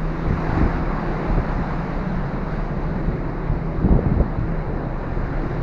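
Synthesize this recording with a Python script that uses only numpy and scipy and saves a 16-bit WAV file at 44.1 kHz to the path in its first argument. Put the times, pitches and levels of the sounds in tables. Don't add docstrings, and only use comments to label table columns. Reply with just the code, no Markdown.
import sys
import numpy as np
from scipy import signal
from scipy.io import wavfile
from scipy.ndimage import uniform_filter1d

SR = 44100
rng = np.random.default_rng(int(sys.argv[2]) if len(sys.argv) > 2 else 0)


def log_audio(samples):
    frames = np.atleast_2d(samples).T
    limited = np.clip(frames, -1, 1)
    pcm = np.round(limited * 32767).astype(np.int16)
    wavfile.write(sys.argv[1], SR, pcm)


N = 247842
T = np.arange(N) / SR


def amp(db):
    return 10 ** (np.asarray(db) / 20)


def evened(x):
    return x / np.sqrt(np.mean(x ** 2) + 1e-20)


def columns(rows, t):
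    s, *values = np.transpose(rows)
    return [np.interp(t, s, v) for v in values]


def slow_noise(size):
    once = uniform_filter1d(rng.standard_normal(N), size=size)
    return evened(uniform_filter1d(once, size=size))


def resonate(x, hz, width):
    turn = np.exp(2j * np.pi * np.cumsum(hz * np.ones(N)) / SR)
    r = np.exp(-np.pi * width / SR)
    once = signal.lfilter([1], [1, -r], x / turn)
    twice = signal.lfilter([1], [1, -r], once)
    return (turn * twice).real


def shaped_noise(gain, size):
    frames = 4 * N // size + 5
    hz = np.fft.rfftfreq(size, 1 / SR)[:, None]
    t = np.arange(frames) * size / 4 / SR
    a, b = rng.standard_normal((frames, len(hz), 2)).T
    spectra = (a + 1j * b) * gain(hz, t) / size
    return signal.istft(spectra, nperseg=size, noverlap=3 * size // 4)[1][:N] * np.sqrt(size)


def engine():
    # multiple of the cycle, level in dB before the throb is added.
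    orders = [(5, -50.5), (6, -48), (7, -29), (8, -39.5), (30, -39)]
    # time in seconds, change of the eighth order in dB, change of the thirtieth in dB.
    throb = [(0, 4, -5.5), (.8, 5, -7.5), (1.3, 6, -5), (1.7, 3, -0.5), (2.15, 6, 0.5), (2.6, 0, 6),
             (3.1, -2, 1), (3.8, -7.5, -9.5), (4.4, -2, -7), (5.62, 4, -4.5)]
    # time in seconds, cycles per second in Hz.
    cycle = [(0, 4.7), (1.3, 4.697), (2.4, 4.685), (3.2, 4.68), (4, 4.676), (5.62, 4.66)]
    first_throb_s = .051
    turns = np.cumsum(columns(cycle, T)[0]) / SR - cycle[0][1] * first_throb_s
    eighth_db, thirtieth_db = columns(throb, T)
    out = np.zeros(N)
    for k, db in orders:
        level_db = db + eighth_db * (k == 8) + thirtieth_db * (k == 30)
        out += np.sqrt(2) * amp(level_db) * np.cos(2 * np.pi * k * turns)
    return out


def thumps():
    # time in seconds, level of the swing in dB, basic length in ms, swing in Hz, push 1 or pull -1.
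    eddies = [(.306, -19, 2.2, 120, 1), (0.309, -9, 3.4, 120, -1), (0.329, -10.5, 1.9, 130, 1),
              (0.495, -10.5, 1.8, 130, -1), (.57, -11.5, 3.9, 90, 1), (.578, -17, 4, 280, -1),
              (.604, -13, 4.9, 80, -1), (0.614, -7, 2.5, 230, 1), (.627, -7, 2.6, 90, -1),
              (0.635, -12, 4.9, 70, 1), (.639, -18, 2.3, 330, 1), (0.644, -9, 1.4, 89, -1),
              (.656, -10, 1.9, 170, -1), (0.662, -8.5, 2.5, 141, 1), (1.302, -14, 2.4, 180, -1),
              (1.306, -15.5, 4.7, 46, 1), (1.316, -20, 7, 30, -1), (1.33, -17, 4.8, 60, 1),
              (1.371, -16, 5.7, 60, -1), (1.378, -14.5, 2, 150, -1), (1.382, -11, 3.7, 90, 1),
              (1.385, -13.5, 2.5, 330, -1), (1.388, -15, 4.6, 60, 1), (1.399, -15.5, 4, 60, -1),
              (1.498, -20, 3.5, 70, -1), (1.591, -16.5, 3.1, 171, 1), (1.615, -21, 5, 60, -1),
              (1.624, -15, 3, 120, 1), (1.648, -20, 1.7, 200, -1), (2.833, -18, 2.1, 140, -1),
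              (2.962, -13.5, 3, 170, -1), (3.082, -15, 3.5, 80, -1), (3.091, -17, 2.6, 100, 1),
              (3.369, -19, 3, 170, 1), (3.5, -13, 4, 80, 1), (3.514, -17, 6.1, 60, -1),
              (3.528, -16, 4.3, 90, 1), (3.786, -15, 3.6, 70, -1), (3.851, -10.5, 2.8, 216, -1),
              (3.864, -11.5, 1.2, 200, 1), (3.872, -7, 1.7, 170, -1), (3.888, -20, 1.4, 850, 1),
              (3.893, -15, 4.1, 280, 1), (3.9, -12, 1.9, 200, 1), (3.919, -10, 7.2, 60, 1),
              (3.925, -6, 1.6, 230, 1), (3.927, -7, 3.3, 150, -1), (3.929, -20.5, 2.3, 620, 1),
              (3.909, -12, 6.5, 50, -1), (3.94, -16, 4.4, 340, 1), (3.941, -11, 4.9, 45, -1),
              (3.954, -6, 2.1, 88, 1), (3.965, -4.5, 2.3, 98, -1), (3.992, -11.5, 2.2, 450, 1),
              (4.063, -6.5, 2.3, 130, 1), (4.066, -20.5, 1.5, 600, 1), (4.068, -6.5, 3.2, 109, -1),
              (4.082, -12, 3, 110, -1), (4.118, -14, 1.4, 200, -1), (4.121, -12.5, 5.6, 160, 1),
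              (4.129, -16, 2.5, 160, 1), (4.142, -11, 3, 139, 1), (4.171, -13, 5, 100, -1),
              (4.179, -9.5, 2.8, 110, 1), (4.202, -3.5, 2.2, 120, 1), (4.204, -13, 2.6, 410, 1),
              (4.21, -14.5, 3, 520, -1), (4.212, -4, 2.9, 87, -1), (4.219, -14, 2.5, 90, 1),
              (4.445, -15, 4, 70, 1), (4.523, -16.5, 3, 180, -1), (4.736, -16, 3, 130, -1),
              (4.948, -22, 2.5, 150, -1), (5.122, -17.5, 5.7, 60, 1), (5.195, -17.5, 2.6, 150, -1),
              (5.437, -18, 2.2, 200, -1)]
    out = np.zeros(N)
    rasp = evened(resonate(resonate(rng.standard_normal(N), 550, 900), 550, 900))
    for s, db, ms, hz, push in eddies:
        t = T - s
        length = ms / 1000 * np.where(t < 0, .7, 1.2)
        swing = np.sign(push) * np.cos(2 * np.pi * hz * t) + 0.078 * rasp
        out += amp(db) * np.exp(-(t / length) ** 2) * swing
    return out


def wind(t):
    # start of the hold in seconds, hold in seconds, level in dB, top of the turbulence in Hz.
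    gusts = [(0.286, 0.066, -24.5, 139.6), (0.547, 0.12, -25.5, 199), (0.752, 0.073, -26, 90.7),
             (1.294, .1, -27.5, 149), (1.584, .06, -29, 140), (2.14, 0.056, -31, 80),
             (3.069, 0.091, -29.5, 83.5), (3.507, .05, -26, 110.7), (3.838, .11, -22, 301),
             (3.977, .03, -24, 198), (4.05, .17, -22, 197), (4.397, .08, -28.5, 94.5),
             (4.7, 0.055, -30.5, 93.3), (5.109, 0.11, -29.5, 88.7), (5.253, .2, -30.5, 99.3)]
    rise_s, fall_s = 0.025, .025
    breeze_db, breeze_swell_db, breeze_hz = -41, 2.5, 80
    swell = np.zeros(len(t))
    for hz in np.geomspace(1.2, 9, num=24):
        swell += np.sin(2 * np.pi * (hz * t + rng.random())) / np.sqrt(hz)
    power = amp(breeze_db + breeze_swell_db * evened(swell)) ** 2
    weighted = power * breeze_hz
    for start, hold, db, top_hz in gusts:
        before = np.maximum((start - t) / rise_s, 0)
        after = np.maximum((t - start - hold) / fall_s, 0)
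        gust = amp(db) ** 2 * np.exp(-(before + after) ** 2)
        power = power + gust
        weighted = weighted + gust * top_hz
    return np.sqrt(power), weighted / power


def buffeting():
    level, top_hz = wind(T)

    def gain(hz, t):
        shape = hz ** 2 / (hz ** 2 + 30 ** 2) ** 1.166
        shape = shape / (1 + (hz / np.interp(t, T, top_hz)) ** 1.78)
        shape = shape / (1 + (hz / 900) ** 4)
        return shape / np.linalg.norm(shape, axis=0)
    lumps_db = 3. * slow_noise(350)
    return level * evened(shaped_noise(gain, size=2048) * amp(lumps_db))


def plates():
    # pitch at rest in Hz, width of one smoothing in Hz, level in dB before the boom is added,
    # boom column that it follows (0 lowest, 1 middle, 2 upper).
    rings = [(135.4, 17.4, -34, 0), (154.5, 12, -38.5, 1), (174.6, 12, -38, 1), (188.6, 15.2, -37, 1),
             (207.8, 17, -43.5, 1), (253.6, 12, -44, 2), (279.2, 16, -44.5, 2), (323.7, 17, -42, 2),
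             (352.2, 12.8, -43.5, 2), (380.9, 14, -48.5, 2)]
    # time in seconds, change of the lowest plate in dB, of the middle ones in dB, of the upper ones in dB.
    boom = [(0, -13, -7, 2), (.5, -7, -4, 5.5), (1, 0, 6.5, 3.5), (1.5, -4, 1.5, -1), (2, 0, 5.5, -4.5),
            (2.5, 0.5, 3.5, -4), (3, 3, 2, -2), (3.6, -1.5, -3.5, 2), (4.3, 0.5, 1, 2.5), (5.1, 0, -6, 0.5),
            (5.62, 4.5, -5, 2.5)]
    # time in seconds, ratio to its rest pitch.
    slides = [(0, 0.94), (1.5, 0.98), (2.0, 1.03), (2.7, 1.03), (3.3, 0.98), (4.1, 0.96), (5.1, 0.96),
              (5.62, 0.92)]
    slide, = columns(slides, T)
    boom_db = columns(boom, T)
    noise = rng.standard_normal(N)
    out = np.zeros(N)
    for hz, width, db, k in rings:
        k = round(k)
        pitch = hz * (slide if k == 0 else 1)
        out += amp(db + boom_db[k]) * evened(resonate(noise, pitch, width))
    return out


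def fan():
    # time in seconds, level of the tone in dB before the wavering.
    tone_levels = [(0, -32.5), (.45, -29.5), (.9, -36.5), (1.3, -35.5), (1.55, -38.5), (1.8, -32),
                   (2.1, -42), (2.5, -35.5), (2.9, -34), (3.3, -38), (3.7, -29.5), (4.2, -44), (4.55, -32),
                   (4.9, -37.5), (5.2, -41), (5.62, -34)]
    fan_hz, wander_hz, wander_db = 161.2, .8, 2.5
    waver = slow_noise(6000)
    level_db = columns(tone_levels, T)[0] + wander_db * np.roll(waver, N // 2)
    turns = np.cumsum(fan_hz + wander_hz * waver) / SR
    return np.sqrt(2) * amp(level_db) * np.cos(2 * np.pi * turns)


def sea():
    # pitch in Hz, relative level per Hz in dB.
    colours = [(15, -9), (45, 1.5), (70, -7), (95, -11.5), (150, -5), (220, -6), (420, -7.5), (600, -9.5),
               (1100, -12.5), (1800, -18.5), (2200, -23), (2500, -28.5), (2800, -31.5), (5000, -42),
               (7000, -52), (9000, -60.5), (12500, -72), (16000, -70.5)]
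    # time in seconds, wash in dB (only its rise and fall count), tilt in dB per octave from 500 to 7000 Hz.
    wash = [(0, -40.5, 0.4), (.58, -32.5, -0.06), (.83, -35, -0.5), (1.24, -34, -0.5), (1.9, -37, 0),
            (2.2, -37.5, -0.5), (2.45, -37.5, -0.8), (2.53, -38, 0.25), (2.7, -38.5, -0.5),
            (3.35, -38.5, -1.33), (3.78, -39, -1.3), (3.86, -39, -1), (3.95, -36, -2.5), (4.1, -37, -2.1),
            (4.4, -38.5, -1.5), (4.9, -38, -1.84), (5.12, -37, -1.4), (5.3, -38, -0.8), (5.62, -38.5, 0)]

    def gain(hz, t):
        wash_db, bright_db = columns(wash, t)
        facing = np.clip(np.log2((hz + 1) / 200) / 2, 0, 1)
        colour_hz, colour_level = np.transpose(colours)
        colour_db = np.interp(np.log(hz + 1), np.log(colour_hz + 1), colour_level)
        patches = rng.standard_normal((len(t), len(hz))).T
        patches = uniform_filter1d(patches, size=12, axis=0)
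        patches_db = 1.0 * evened(uniform_filter1d(patches, size=10, axis=1))
        octaves = np.log2(np.clip(hz, 500, 7000) / 500)
        level_db = facing * (wash_db - wash_db.mean()) + bright_db * octaves
        return amp(colour_db + level_db + patches_db)
    return amp(-28) * evened(shaped_noise(gain, size=1024))


def vent():
    vent_hz, width_hz, vent_db = 3980, 850, -71.5
    flutter_db = 1.6 * slow_noise(2500)
    band = resonate(rng.standard_normal(N), vent_hz, width_hz)
    band = resonate(band, vent_hz, width_hz)
    return amp(vent_db + flutter_db) * evened(band)


def scene():
    return (engine() + thumps() + buffeting() + plates() + fan() + sea() + vent())[None]


def record(dry):
    # centre in Hz, distance to 1/e of the depth in Hz, level in dB.
    housing = [(3330, 436, -7), (3830, 500, 4), (4800, 300, 2), (5470, 250, -0.5), (7910, 480, -13.5)]
    overload, edge_hz = .8, 15740
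    hz = np.linspace(0, SR / 2, 513)
    colour_db = sum(db * np.exp(-((hz - f) / width) ** 2) for f, width, db in housing)
    rounded = overload * np.tanh(dry / overload)
    longer = np.pad(rounded, ((0, 0), (510, 510)), "reflect", reflect_type="odd")
    colour = signal.firwin2(511, hz, amp(colour_db), fs=SR)[None]
    wet = signal.oaconvolve(longer, colour, "valid")
    hiss = signal.lfilter([1, -.5], [1], rng.standard_normal(wet.shape))
    wet = wet + amp(-81.0) * hiss
    band_limit = signal.firwin(511, edge_hz, window=("kaiser", 9), fs=SR)[None]
    return signal.oaconvolve(wet, band_limit, "valid")


dry = scene()
out = record(dry)
log_audio(out)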